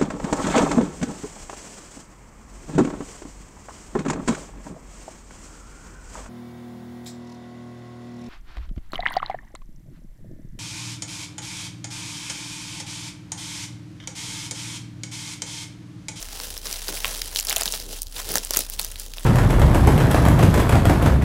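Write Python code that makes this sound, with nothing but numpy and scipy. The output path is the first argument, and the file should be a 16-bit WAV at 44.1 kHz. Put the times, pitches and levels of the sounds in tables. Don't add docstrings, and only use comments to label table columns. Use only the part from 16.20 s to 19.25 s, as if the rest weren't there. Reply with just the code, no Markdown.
import sys
import numpy as np
from scipy import signal
from scipy.io import wavfile
from scipy.ndimage import uniform_filter1d

SR = 44100
rng = np.random.default_rng(int(sys.argv[2]) if len(sys.argv) > 2 else 0)


def to_wav(sig):
    pcm = np.clip(np.atleast_2d(sig), -1, 1) * 32767
    pcm = np.round(pcm).astype(np.int16)
    wavfile.write(sys.argv[1], SR, pcm.T)


N = 134505
TIME_S = np.arange(N) / SR

# (time [s], ring [dB], ring pitch [Hz], crack [dB], flex [dB])
SNAPS = [(0.0274, -24, 5900, -44, -35), (0.2006, -24.5, 4460, -39, -28), (0.3677, -30, 3440, -34, -32.5),
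         (0.3776, -26.5, 5600, -24, -47), (0.4694, -22, 5360, -45, -31.5), (0.5275, -19, 5830, -32, -39),
         (0.6823, -19.5, 5000, -42, -38), (0.6889, -34, 8700, -40, -23), (0.772, -27, 2550, -38, -43),
         (0.8458, -13, 2480, -31, -22.5), (0.8545, -21, 2440, -19, -24), (0.9772, -29, 10600, -29, -37),
         (1.018, -16.5, 3780, -24, -40), (1.1493, -29, 6000, -23, -47), (1.16, -14, 3850, -16, -27),
         (1.1704, -19, 4770, -21, -45), (1.189, -16.5, 5100, -21, -35), (1.1989, -15.5, 6500, -20, -47),
         (1.1911, -22, 2680, -34, -44), (1.2088, -23, 5900, -29, -44), (1.227, -30, 4500, -23, -47),
         (1.2506, -22, 10000, -32, -52), (1.27, -21, 5570, -20, -42), (1.285, -20, 4700, -29, -32),
         (1.2894, -21.5, 3270, -34, -33), (1.2963, -15, 6040, -14, -28.5), (1.3032, -16.5, 5200, -16, -35),
         (1.3095, -19, 2540, -25, -30), (1.317, -21.5, 3340, -30, -29), (1.3272, -16, 3400, -15, -21.5),
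         (1.3624, -13.5, 6500, -11, -36), (1.3668, -17, 2930, -12.5, -27), (1.3818, -19, 9000, -30, -39),
         (1.4105, -15.5, 6700, -23, -32), (1.4201, -18, 4400, -21, -24), (1.4339, -18.5, 6900, -16.5, -51),
         (1.457, -17.5, 4160, -14, -28.5), (1.4784, -16.5, 3750, -31, -30.5), (1.5234, -17, 7650, -28, -46),
         (1.5384, -20.5, 4400, -26, -24.5), (1.8189, -20.5, 6500, -16.5, -45),
         (1.8312, -32, 6400, -21, -61), (1.8691, -31.5, 4650, -35, -52), (1.9651, -26.5, 3870, -37, -33.5),
         (2.0904, -24, 7440, -29, -31), (2.1186, -23, 11900, -18, -44), (2.1407, -27, 10200, -17, -31),
         (2.1558, -11.5, 6400, -7, -15), (2.173, -19, 8700, -34, -21.5), (2.1822, -15, 5940, -18, -34),
         (2.249, -22, 8600, -24, -42), (2.3078, -17.5, 6060, -10, -22.5), (2.3361, -18, 4200, -15, -37),
         (2.34, -21, 5900, -30, -24), (2.3626, -23, 3800, -15, -24), (2.37, -33, 10200, -3.5, -27),
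         (2.3719, -10.5, 6300, -21, -22.5), (2.3908, -18, 6900, -8, -28), (2.4991, -24.5, 10300, -22, -37),
         (2.5914, -26, 3480, -35, -39), (2.595, -16, 4270, -10.5, -22.5), (2.6145, -25, 7200, -21, -46),
         (2.63, -27, 5600, -32, -48), (2.6471, -21.5, 6240, -20, -36), (2.7157, -39, 9700, -25.5, -52),
         (2.758, -28.5, 4000, -33, -44), (2.798, -26, 7100, -19, -53), (2.9369, -27.5, 4900, -31, -42),
         (2.983, -25.5, 3600, -34, -35)]
# (time [s], pitch [Hz], level [dB])
POPS = [(0.688, 377, -33), (0.74, 536, -31), (0.846, 1124, -24), (1.32, 695, -27), (1.367, 644, -24.5),
        (1.412, 684, -28), (1.538, 660, -27), (1.714, 395, -35), (2.107, 422, -26.5), (2.143, 410, -33),
        (2.154, 203, -25.5), (2.156, 536, -23), (2.173, 550, -24), (2.306, 375, -25.5), (2.369, 356, -22.5),
        (2.391, 517, -27)]
# (time [s], treble [dB], middle [dB], rustle [dB])
HANDLING = [(0.0, -33.5, -43.5, -47), (0.081, -41, -47, -58.5), (0.215, -31, -39.5, -43),
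            (0.43, -40.5, -51, -54), (0.461, -28.5, -36, -42.5), (0.663, -35.5, -44, -56.5),
            (0.69, -28, -38.5, -34.5), (0.725, -33.5, -39, -39), (0.757, -27.5, -38.5, -44),
            (0.8, -32, -40.5, -51), (0.88, -30, -35.5, -43.5), (1.05, -32.5, -44.5, -47.5),
            (1.13, -37.5, -42.5, -49.5), (1.17, -27, -45, -41.5), (1.199, -27, -37.5, -54),
            (1.232, -38.5, -45, -70), (1.291, -29, -36.5, -44.5), (1.421, -31.5, -32.5, -45),
            (1.439, -38.5, -40.5, -51), (1.469, -27.5, -35.5, -37.5), (1.52, -32, -46, -52),
            (1.528, -29.5, -38.5, -42), (1.58, -31.5, -42.5, -49), (1.67, -40, -51, -42.5),
            (1.731, -34, -46.5, -40), (1.77, -34.5, -43, -54), (1.85, -49, -71, -68),
            (1.93, -41.5, -53.5, -64), (1.961, -33.5, -42, -44.5), (2.001, -30, -34, -45),
            (2.041, -38, -47, -51), (2.105, -30, -37.5, -33.5), (2.159, -25, -35.5, -34),
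            (2.2, -36, -43, -41), (2.28, -38, -48.5, -59), (2.361, -27.5, -34, -43), (2.4, -26, -42, -36),
            (2.481, -42.5, -50, -59), (2.541, -31.5, -48, -52), (2.572, -45.5, -51, -55),
            (2.599, -30, -39, -46), (2.68, -38.5, -48.5, -53), (2.781, -43.5, -51.5, -58),
            (2.793, -34.5, -46.5, -51.5), (2.92, -43.5, -57, -56), (2.99, -39.5, -44, -74),
            (3.04, -37.5, -47.5, -50)]
# (frequency [Hz], relative density [dB])
TREBLE_SPECTRUM = [(2100, -38), (2800, -3.5), (3800, -1), (5500, 1), (8000, -3), (10200, -1.5),
                   (11500, -7.5), (15000, -5)]
# (frequency [Hz], relative density [dB])
MIDDLE_SPECTRUM = [(550, -2), (750, 4), (1100, 0), (1900, -0.5), (2450, 2.5), (3300, -4.5)]
# (frequency [Hz], relative density [dB])
RUSTLE_SPECTRUM = [(110, -0.5), (200, -0.5), (280, -4.5), (400, 5), (540, 4.5), (640, -9)]
# (delay [s], gain [dB])
ECHOES = [(.0013, -26.5), (.0037, -21), (.0062, -25)]
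# (frequency [Hz], rms level [dB])
HUM_TONES = [(30.8, -38), (80.3, -55)]
# (frequency [Hz], relative density [dB])
NOISE_SPECTRUM = [(25, 2.5), (45, -6.5), (60, 1.5), (80, -1), (110, -22.5), (200, -12), (500, -22.5),
                  (1500, -30), (5000, -38), (15000, -48)]

RING_TRIM_DB, CRACK_TRIM_DB, FLEX_TRIM_DB = 1, -4.5, -0.5
SNAP_RMS_WINDOW_S, CUTOFF_HZ = 0.001, 16000
RING_DECAY_S, CRACK_DECAY_S, FLEX_DECAY_S = 0.00072, 0.00058, 0.0012
SNAP_REF_DB, STRETCH_DB_PER_DB = -22, 0.28
POP_RISE_S, POP_DECAY_S = 0.00034, 0.0053
TREBLE_TRIM_DB, MIDDLE_TRIM_DB, RUSTLE_TRIM_DB = -3.5, -4, -3.5
CLICKS_PER_S, RATE_DB_PER_DB = 1800, 0.4
CLICK_SPREAD_DB, CLICK_COLOUR_DB = 5.0, 5.5
CLUSTER_DB, CLUSTERS_PER_S = 2.08, 150


def snaps(size=512, kick=2.87, ring_band_ratio=1.184):
    out, t = np.zeros(N + SR), np.arange(size) / SR
    decays_s = np.array([[RING_DECAY_S], [CRACK_DECAY_S], [FLEX_DECAY_S]])
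    for time_s, ring_db, ring_hz, crack_db, flex_db in SNAPS:
        stretch = from_db(STRETCH_DB_PER_DB * (max(ring_db, crack_db) - SNAP_REF_DB))
        shiver = rng.standard_normal((3, size)) * np.exp(-t / stretch / decays_s)
        shiver[:, 0] = kick * np.sign(shiver[0, 0])
        ring = butter(shiver[0], [ring_hz / ring_band_ratio, ring_hz * ring_band_ratio], "band", order=1)
        ring = butter(ring, 0.32 * ring_hz, "high")
        crack = butter(shiver[1], [8000, CUTOFF_HZ], "band")
        flex = butter(shiver[2], [430, 1780], "band")
        snap = (from_db(ring_db + RING_TRIM_DB) * unit_rms(ring)
                + from_db(crack_db + CRACK_TRIM_DB) * unit_rms(crack)
                + from_db(flex_db + FLEX_TRIM_DB) * unit_rms(flex))
        start = int(time_s * SR)
        out[start:start + size] += snap * np.sqrt(SNAP_RMS_WINDOW_S * SR / size)
    return out[:N]


def pops():
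    out = np.zeros(N)
    for time_s, pitch_hz, level_db in POPS:
        t = np.maximum(TIME_S - time_s, 0)
        envelope = (1 - np.exp(-t / POP_RISE_S)) * np.exp(-t / POP_DECAY_S)
        out += from_db(level_db) * envelope * np.sin(2 * np.pi * pitch_hz * t)
    return out


def crinkle():
    times_s, *levels_db = np.transpose(HANDLING)
    treble_db, middle_db, rustle_db = [np.interp(TIME_S, times_s, db) for db in levels_db]
    rate_per_s = CLICKS_PER_S * from_db(RATE_DB_PER_DB * (treble_db - treble_db.mean()))
    onsets = rng.random(N) < rate_per_s / SR
    size_db = CLICK_SPREAD_DB * np.minimum(rng.exponential(1, N), 3.57)
    clicks = unit_rms(onsets * from_db(size_db))

    def register(spectrum, bands, slide_db):
        def drive():
            colour = from_db(CLICK_COLOUR_DB * rng.uniform(-1.13, 1, N)) * rng.choice([-1, 1], N)
            return unit_rms(clicks * colour) + from_db(slide_db) * rng.standard_normal(N)
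        return levelled(filter_bank(spectrum, drive, bands))

    treble = from_db(treble_db + TREBLE_TRIM_DB) * register(TREBLE_SPECTRUM, bands=11, slide_db=-7.5)
    middle = from_db(middle_db + MIDDLE_TRIM_DB) * register(MIDDLE_SPECTRUM, bands=5, slide_db=-7.5)
    rustle = from_db(rustle_db + RUSTLE_TRIM_DB) * register(RUSTLE_SPECTRUM, bands=6, slide_db=-7)
    clusters = from_db(CLUSTER_DB * drift(CLUSTERS_PER_S))
    return (treble + middle) * clusters + rustle


def room(x, tail_db=-19, t60_s=0.13, lowpass_hz=5600):
    t = TIME_S[:SR // 2]
    tail = butter(rng.standard_normal(len(t)), lowpass_hz, "low", order=1) * from_db(-60 * t / t60_s)
    response = from_db(tail_db) * tail / np.sqrt(np.sum(tail ** 2))
    for delay_s, gain_db in ECHOES:
        response[int(delay_s * SR)] += from_db(gain_db)
    return signal.fftconvolve(x, response)[:N]


def hum(waver_db=1.5, wavers_per_s=3.43):
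    out = np.zeros(N)
    for hz, level_db in HUM_TONES:
        amplitude = np.sqrt(2) * from_db(level_db - waver_db * drift(wavers_per_s))
        out += amplitude * np.sin(2 * np.pi * (hz * TIME_S + rng.random()))
    return out


def room_noise(level_db=-49):
    return from_db(level_db) * filter_bank(NOISE_SPECTRUM, lambda: rng.standard_normal(N), bands=18)


def from_db(db):
    return 10 ** (np.asarray(db) / 20)


def unit_rms(x):
    return x / np.sqrt(np.mean(x ** 2) + 1e-20)


def butter(x, hz, kind, order=2):
    sos = signal.butter(order, np.clip(hz, 10, .47 * SR), kind, fs=SR, output="sos")
    return signal.sosfilt(sos, x + 1e-18)


def drift(knots_per_s):
    knots = rng.standard_normal(size=1000)
    return unit_rms(np.interp(TIME_S * knots_per_s, np.arange(len(knots)), knots))


def filter_bank(spectrum, drive, bands):
    hz, db = np.transpose(spectrum)
    edges_hz = np.geomspace(hz[0], hz[-1] * 1.08, bands + 1)
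    out = np.zeros(N)
    for low_hz, high_hz in zip(edges_hz, edges_hz[1:]):
        gain = from_db(np.interp(np.log(low_hz * high_hz) / 2, np.log(hz), db))
        out += gain * butter(drive(), [low_hz, high_hz], "band")
    return unit_rms(out)


def levelled(x, size=1100):
    power = uniform_filter1d(uniform_filter1d(x ** 2, size), size)
    return x / np.sqrt(power + 1e-12)


def scene():
    bag = snaps() + pops() + crinkle()
    return (bag + room(bag) + hum() + room_noise())[None]


def record(dry):
    lowpass = signal.cheby2(20, 70, CUTOFF_HZ + 400, fs=SR, output="sos")
    return signal.sosfilt(lowpass, np.clip(dry, -.8, .8))


dry = scene()
out = record(dry)
to_wav(out)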